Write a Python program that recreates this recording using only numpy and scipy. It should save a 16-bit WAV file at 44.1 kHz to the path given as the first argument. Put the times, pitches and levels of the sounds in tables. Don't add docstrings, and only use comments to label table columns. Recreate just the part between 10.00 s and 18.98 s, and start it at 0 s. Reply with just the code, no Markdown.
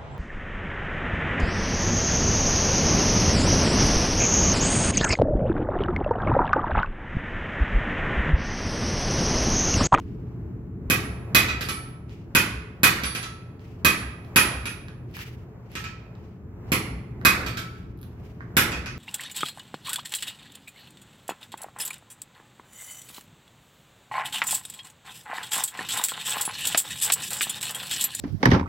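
import sys
import numpy as np
from scipy import signal
from scipy.fft import rfft, irfft
from scipy.io import wavfile
from scipy.ndimage import uniform_filter1d

SR = 44100
rng = np.random.default_rng(int(sys.argv[2]) if len(sys.argv) > 2 else 0)


def store_wav(level_fs):
    pcm = np.round(np.clip(np.atleast_2d(level_fs), -1, 1) * 32767)
    wavfile.write(sys.argv[1], SR, pcm.T.astype(np.int16))


def invert_db(x):
    u = np.asarray(x, float) / 20
    return 10 ** u


N = 396018
TIME_S = np.arange(N) / SR

# start_s, crack_db, anvil_db, head_db, tongs_db
BLOWS = [
    (0.9, -24, -20, -56, -44.5),
    (1.348, -19, -17, -63.5, -47.5),
    (2.35, -21, -16.5, -55.5, -32.5),
    (2.833, -18.5, -15, -38.5, -61),
    (3.848, -21, -17, -61.5, -31.5),
    (4.36, -18.5, -16, -46.5, -21.5),
    (6.719, -27, -28.5, -81, -39),
    (7.25, -20, -16.5, -48.5, -47.5),
    (8.568, -21, -26, -39, -39),
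]
# start_s, crack_db, heel_db, anvil_db, tongs_db
BOUNCES = [
    (1.6096, -33, -77, -46, -42),
    (1.6876, -31, -39.5, -37, -31),
    (3.036, -30, -41.5, -64, -32.5),
    (3.15, -32.5, -71, -34, -43.5),
    (4.6558, -34.5, -74, -33.5, -39.5),
    (5.7534, -35.5, -41.5, -52, -73),
    (7.4633, -35, -43, -44.9, -71),
    (7.5717, -34.5, -41, -70, -56),
]
# pitch_hz, level_db, t60_s
ANVIL_MODES = [(1650, -15, .15), (1950, -11, .2), (2394, -10, .15), (2475, -7, .14), (2507, 0, .15),
               (2525, -9, .22), (3290, -17, .15), (5790, -20, .2)]
# pitch_hz, level_db, t60_s
HEEL_MODES = [(1309, -7, .6), (1319, 0, .85), (1502, -10, .5), (1800, -14, .3), (3876, -20, .25)]
# pitch_hz, level_db, t60_s
HEAD_MODES = [(8510, -3, .3), (10480, -2.5, .3), (13110, -5, .2), (13150, 0, .3)]
# pitch_hz, level_db, t60_s
TONGS_MODES = [(10146, -11, .3), (10158, 0, .48)]
BLOW_S = np.array(BLOWS)[:, 0]


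def rms_one(x):
    return x / np.sqrt(np.mean(x ** 2) + 1e-20)


def at_hz(points, hz):
    point_hz, value = np.transpose(points)
    return np.interp(np.log(hz + 1), np.log(point_hz), value)


def shares(centres_hz, size):
    log_hz = np.log(np.fft.rfftfreq(size, 1 / SR) + 1)
    return [np.interp(log_hz, np.log(centres_hz), row) for row in np.eye(len(centres_hz))]


def band(x, low_hz, high_hz):
    return signal.sosfilt(signal.butter(2, [low_hz, high_hz], "band", fs=SR, output="sos"), x)


def drift(rate_hz):
    steps = rng.standard_normal(1000)
    return np.interp(TIME_S * rate_hz, np.arange(len(steps)), steps)


def clicks(times_s, db):
    out = np.full(N, 1e-18)
    out[np.round(np.array(times_s) * SR).astype(int)] = invert_db(np.array(db))
    return out


def stereo_noise(spectrum, likeness, size):
    hz = np.fft.rfftfreq(size, 1 / SR)
    mid, side = rfft(rng.standard_normal((2, size)))
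    alike = np.clip(at_hz(likeness, hz), -1, 1)
    pair = np.sqrt(1 + alike) * mid + np.sqrt(1 - alike) * side * [[1], [-1]]
    return rms_one(irfft(pair * invert_db(at_hz(spectrum, hz)), size))


def blows():
    s, crack_db, anvil_db, head_db, tongs_db = np.transpose(BLOWS)
    top_db = crack_db - 12
    body_db = (crack_db + top_db) / 2 + 37.5
    anvil = ring(s, anvil_db + 4, ANVIL_MODES, spread_db=-1.0, hold=3.8)
    bodies = ring(s, crack_db - 18.5, HEEL_MODES, spread_db=-4.5, hold=0.49)
    bodies += ring(s, head_db + 19, HEAD_MODES, spread_db=0.5, hold=0.35)
    bodies += ring(s, tongs_db + 3.0, TONGS_MODES, spread_db=4.5, hold=0.93)
    cracks = crack(s, crack_db + 31.5, body_db, top_db + 42.5, chatter_s=0.005, chatter_db=-14.5)
    return sum(cracks) + bodies, free_ring(anvil)


def free_ring(x):
    swell_s, free_s, damping_s = 0.008, 0.057, 0.0085
    latest = np.maximum(np.searchsorted(BLOW_S, TIME_S, "right") - 1, 0)
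    since_s = TIME_S - BLOW_S[latest]
    swell = 1 - np.exp(-np.abs(since_s) / swell_s)
    choke = 1 + np.exp(np.clip((since_s - free_s) / damping_s, -30, 30))
    return x * swell / choke * invert_db(np.array([[-1.5], [1.5]]))


def bounces():
    # start_s, crack_db, heel_db, anvil_db,
    # tongs_db
    rebounds = [
        (1.0237, -71, -49, -55, -46),
        (1.4851, -35, -38, -24.5, -86),
        (3.2293, -36, -43, -51, -58),
        (3.9699, -51.5, -61, -55, -39.5),
        (5.8413, -40, -46.5, -39, -77.5),
        (8.7194, -36, -44, -32, -70),
        (8.86, -38, -49, -43, -61),
    ]
    # pitch_hz, level_db, t60_s
    horn_modes = [(4555, 0, .5), (4578, -4, .35)]
    # start_s, level_db
    horn_rings = [(1.348, -44.5), (1.485, -53.5), (1.608, -47), (1.689, -56), (2.833, -33.5), (3.035, -37),
                  (3.149, -47.5), (3.229, -49.5), (3.848, -41.5), (4.361, -44), (5.755, -67), (7.464, -49),
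                  (7.569, -53), (8.721, -56)]
    # hammer head under the crack, in dB; it rings little in the rebounds and last hops
    rows = [(*row, 15.5) for row in BOUNCES] + [(*row, 30) for row in rebounds]
    s, crack_db, heel_db, anvil_db, tongs_db, under_db = np.transpose(sorted(rows))
    head_db = crack_db - under_db
    loud = ring(s, anvil_db - 1.5, ANVIL_MODES, spread_db=3.0, hold=0.95)
    loud += ring(s, tongs_db + 2.0, TONGS_MODES, spread_db=-1, hold=1.0)
    close = ring(s, heel_db, HEEL_MODES, spread_db=7.5, hold=0.76)
    close += ring(s, head_db + 3, HEAD_MODES, spread_db=2.5, hold=0.98)
    close += invert_db(3.0) * ring(*np.transpose(horn_rings), horn_modes, spread_db=1.5, hold=1.1)
    low, body, tick = crack(s, crack_db + 26.0, crack_db + 29.5, crack_db + 12.5,
                            chatter_s=0.0055, chatter_db=-10.5)
    return low + band(body, 1900, 7000) + loud, close + tick


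def ring(times_s, strength_db, modes, spread_db, hold=1):
    chance = np.clip(rng.standard_normal((len(times_s), len(modes))), -1.5, 1.5)
    chance[:, np.argmax(np.array(modes)[:, 1])] = 0
    out = 0
    for (pitch_hz, db, t60_s), luck in zip(modes, chance.T):
        radius = invert_db(-60 / (hold * t60_s * SR))
        angle = 2 * np.pi * pitch_hz / SR
        strike = clicks(times_s, strength_db + db + spread_db * luck)
        poles = [1, -2 * radius * np.cos(angle), radius * radius]
        out = out + signal.lfilter([0, np.sin(angle)], poles, strike)
    return out


def crack(times_s, low_db, body_db, top_db, chatter_s, chatter_db):
    late = rng.random((len(times_s), 10))
    out = []
    for db, click in zip((low_db, body_db, top_db), contacts()):
        train = clicks(times_s, db)
        for k in range(10):
            chatter = clicks(times_s + chatter_s * late[:, k], db + chatter_db - 9 * late[:, k])
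            train = train + (-1) ** k * chatter
        out.append(signal.oaconvolve(train, click)[32:N + 32])
    return out


def contacts():
    # pitch_hz, level_db (per Hz)
    colour = [(400, -2), (700, -1.5), (1200, 10), (2000, 11), (3000, -8.5), (6000, -14.5), (8000, -15.5),
              (9200, -28), (10400, -14), (13500, -17.5), (15800, -28.5)]
    cepstrum = irfft(np.log(invert_db(at_hz(colour, np.fft.rfftfreq(2048, 1 / SR)))))
    cepstrum[1:1024] *= 2
    cepstrum[1025:] = 0
    spectrum = np.exp(rfft(cepstrum))
    a, b, c, d, e = shares([2000, 3200, 8000, 10000, 20000], size=2048)
    parts = [np.roll(irfft(spectrum * share), 32)[:1024] for share in (a, b + c, d + e)]
    return [part / np.sqrt(np.sum(part ** 2)) for part in parts]


def stump(thud_db=21, boom_db=-31, boom_hz=64, late_s=0.23, wide_s=0.047):
    full = clicks(BLOW_S, np.zeros(len(BLOWS)))
    bounce_s, crack_db = np.array(BOUNCES)[:, :2].T
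    light = clicks(bounce_s, crack_db + 17.5)
    thud = invert_db(thud_db) * band(full + light, 92, 310)
    t = np.arange(SR // 2) / SR
    hump = np.exp(-((t - late_s) / wide_s) ** 2)
    boom = invert_db(boom_db) * hump * np.sin(2 * np.pi * boom_hz * t)
    return thud, signal.fftconvolve(full, boom)[:N]


def tools():
    # start_s, crack_db, top_db, knock_db
    touches = [(1.889, -69.5, -62, -82), (1.905, -76, -68.5, -80), (2.095, -64.5, -73, -66),
               (3.595, -68, -85, -67), (4.248, -65, -70.5, -78), (4.884, -55.5, -67, -51.5),
               (5.113, -73, -70, -68.5), (5.141, -59.5, -70, -65), (5.168, -56, -49, -46.5),
               (5.191, -54, -63, -47), (5.717, -65, -59, -64), (6.153, -67, -87, -76),
               (7.214, -64.5, -68, -51), (7.975, -78, -65.5, -88.5), (7.990, -71, -69.5, -78),
               (8.015, -69, -52.5, -75), (8.030, -59.5, -56, -62), (8.038, -73, -58.5, -72),
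               (8.407, -73, -97.5, -45)]
    s, crack_db, top_db, knock_db = np.transpose(touches)
    grit = rng.standard_normal((2, 2, N)) * invert_db(2.5 * drift(60))
    top_level, body_level = uniform_filter1d(strokes(), size=600)
    hiss = rms_one(band(grit[0], 10300, 15800))
    rough = rms_one(band(grit[1], 1900, 3200) + invert_db(-7.0) * band(grit[1], 2000, 5700))
    scrape = invert_db(-0.1) * top_level * hiss + invert_db(-0.5) * body_level * rough
    low, body, top = crack(s, knock_db + 27.5, crack_db + 32.5, top_db + 25.5,
                           chatter_s=0.0081, chatter_db=-15.5)
    return band(low, 300, 2300) * invert_db(3.5) + band(body, 2100, 5500) + top, scrape


def strokes():
    # loudest_s, rise_s, fall_s, top_db, body_db
    drags = [(0.0, .05, 1.1, -80, -65.5), (2.12, 0.08, .3, -72.5, -54.5), (3.61, .02, .6, -72, -58.5),
             (4.27, 0.17, .25, -71.5, -63.5), (5.15, 0.0088, 0.11, -54, -45),
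             (5.212, .12, 0.26, -53.5, -42), (5.745, .13, .03, -69, -51.5),
             (6.24, 0.15, 0.322, -82.5, -63.5), (6.69, .1, 0.09, -79, -61), (7.76, .03, .3, -71, -57.5),
             (8.08, .05, 0.38, -80.5, -75.5), (8.28, 0.3, 0.21, -72, -60), (8.42, 0.052, .35, -92, -65.5)]
    out = 0
    for s, rise_s, fall_s, top_db, body_db in drags:
        before = (s - TIME_S) / max(rise_s, 0.005)
        after = (TIME_S - s) / max(fall_s, 0.005)
        away = np.where(TIME_S < s, before, after)
        out = out + invert_db(np.array([[top_db], [body_db]]) - 30 * np.minimum(away, 5))
    return out


def workshop(x, early_db=6, early_s=0.067, build_s=0.0015):
    # pitch_hz, t60_s
    decay = [(150, 0.86), (700, 0.74), (1800, 0.74), (3500, 0.59), (7000, 0.46), (13000, 0.29)]
    # pitch_hz, likeness (-1 to 1)
    room_likeness = [(150, 0.96), (400, 0.91), (800, 0.034), (2500, 0.1), (12000, .05)]
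    t = np.arange(SR) / SR
    noise = rfft(stereo_noise([(100, 0), (9000, 0)], room_likeness, SR))
    centres_hz, t60_s = np.transpose(decay)
    echo = 0
    for share, t60 in zip(shares(centres_hz, SR), t60_s):
        echo = echo + irfft(noise * share, SR) * invert_db(-60 * t / t60)
    echo = echo * (1 - np.exp(-t / build_s)) * invert_db(early_db * np.exp(-(t / early_s) ** 2))
    echo = echo / np.sqrt(np.sum(echo ** 2) / 2)
    return signal.fftconvolve(x[None], echo, axes=1)[:, :N]


def blower():
    # start_s, rumble_db
    draught = [
        (0.0, -34.5),
        (0.9, -34.5),
        (1.9, -39),
        (2.9, -41),
        (4.9, -39.5),
        (6.4, -41.5),
        (7.3, -35.5),
        (8.2, -40),
        (8.98, -38),
    ]
    # pitch_hz, level_db (per Hz)
    rumble_colour = [(13, -51.5), (22, -24), (54, -3), (79, 0), (108, 1), (156, -5.5), (173, -7), (201, -7),
                     (279, -10.5), (319, -13), (345, -9), (374, -13), (426, -19.5), (480, -37.5),
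                     (520, -32.5), (680, -58), (1140, -120)]
    # pitch_hz, level_db (per Hz)
    murk_colour = [(300, -25.5), (480, 0), (1150, -7.5), (2000, -16.5), (2600, -21), (3300, -31.5),
                   (6300, -34.5), (7600, -33.5), (8600, -49), (9800, -45.5), (10600, -39.5), (13000, -35.5),
                   (15650, -35.5), (15900, -58.5)]
    # pitch_hz, likeness (-1 to 1)
    likeness = [(60, 0.97), (180, 0.98), (550, 0.68), (1650, 0.28), (4970, -0.99), (15000, 0.31)]
    # pitch_hz, width_hz, level_db (rms)
    hums = [(119.56, 16, -45), (65.4, 10, -59), (175, 18, -51.5), (428, 32, -55.5)]
    draught_db = np.interp(TIME_S, *np.transpose(draught))
    shaken = shake()
    rumble_db = draught_db + 3 * shaken
    murk_db = -56.5 + 0.55 * (draught_db + 37.5) + 12 * shaken
    lumps_db = -2.0 + 1.2 * drift(9) + np.array([[0.35], [-0.35]])
    rumble = invert_db(lumps_db) * stereo_noise(rumble_colour, likeness, N)
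    for hz, width_hz, db in hums:
        rumble += invert_db(db + 38) * rms_one(band(rng.standard_normal(N), hz - width_hz / 2, hz + width_hz / 2))
    murk = invert_db(murk_db + 2.5 * drift(3.9)) * stereo_noise(murk_colour, likeness, N)
    return invert_db(rumble_db) * rumble + murk


def shake(late_s=0.13, wide_s=0.15):
    return sum(np.exp(-((TIME_S - s - late_s) / wide_s) ** 2) for s in BLOW_S)


def scene():
    thud, boom = stump()
    clinks, scrape = tools()
    heavy, anvil = blows()
    light, close = bounces()
    near = invert_db(-10.0) * heavy + invert_db(-9.0) * light + invert_db(-3) * close + invert_db(-1.0) * clinks
    send = heavy + invert_db(-12) * anvil[1] + light + invert_db(-2.5) * close + invert_db(-2.5) * clinks
    stance = np.searchsorted(BLOW_S - 0.002, TIME_S) % 3
    echoes = sum(workshop(send * (stance == k)) for k in range(3))
    direct = np.stack([np.roll(near, 10), near])
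    steel = (direct + echoes + invert_db(-2) * anvil) * invert_db(np.array([[-1.7], [1.7]]))
    steel += invert_db(-17.5) * band(steel, 300, 650) * [[1], [-1]]
    return steel + invert_db(3.5) * thud + invert_db(5.5) * workshop(thud) + boom + scrape + blower()


def top_cut(x):
    return signal.sosfilt(signal.butter(12, 17030, fs=SR, output="sos"), x)


def record(dry):
    cut = signal.sosfilt(signal.cheby1(8, 0.5, 16300, fs=SR, output="sos"), dry)
    return top_cut(1.025 * np.tanh(cut / 0.95))


dry = scene()
out = record(dry)
store_wav(out)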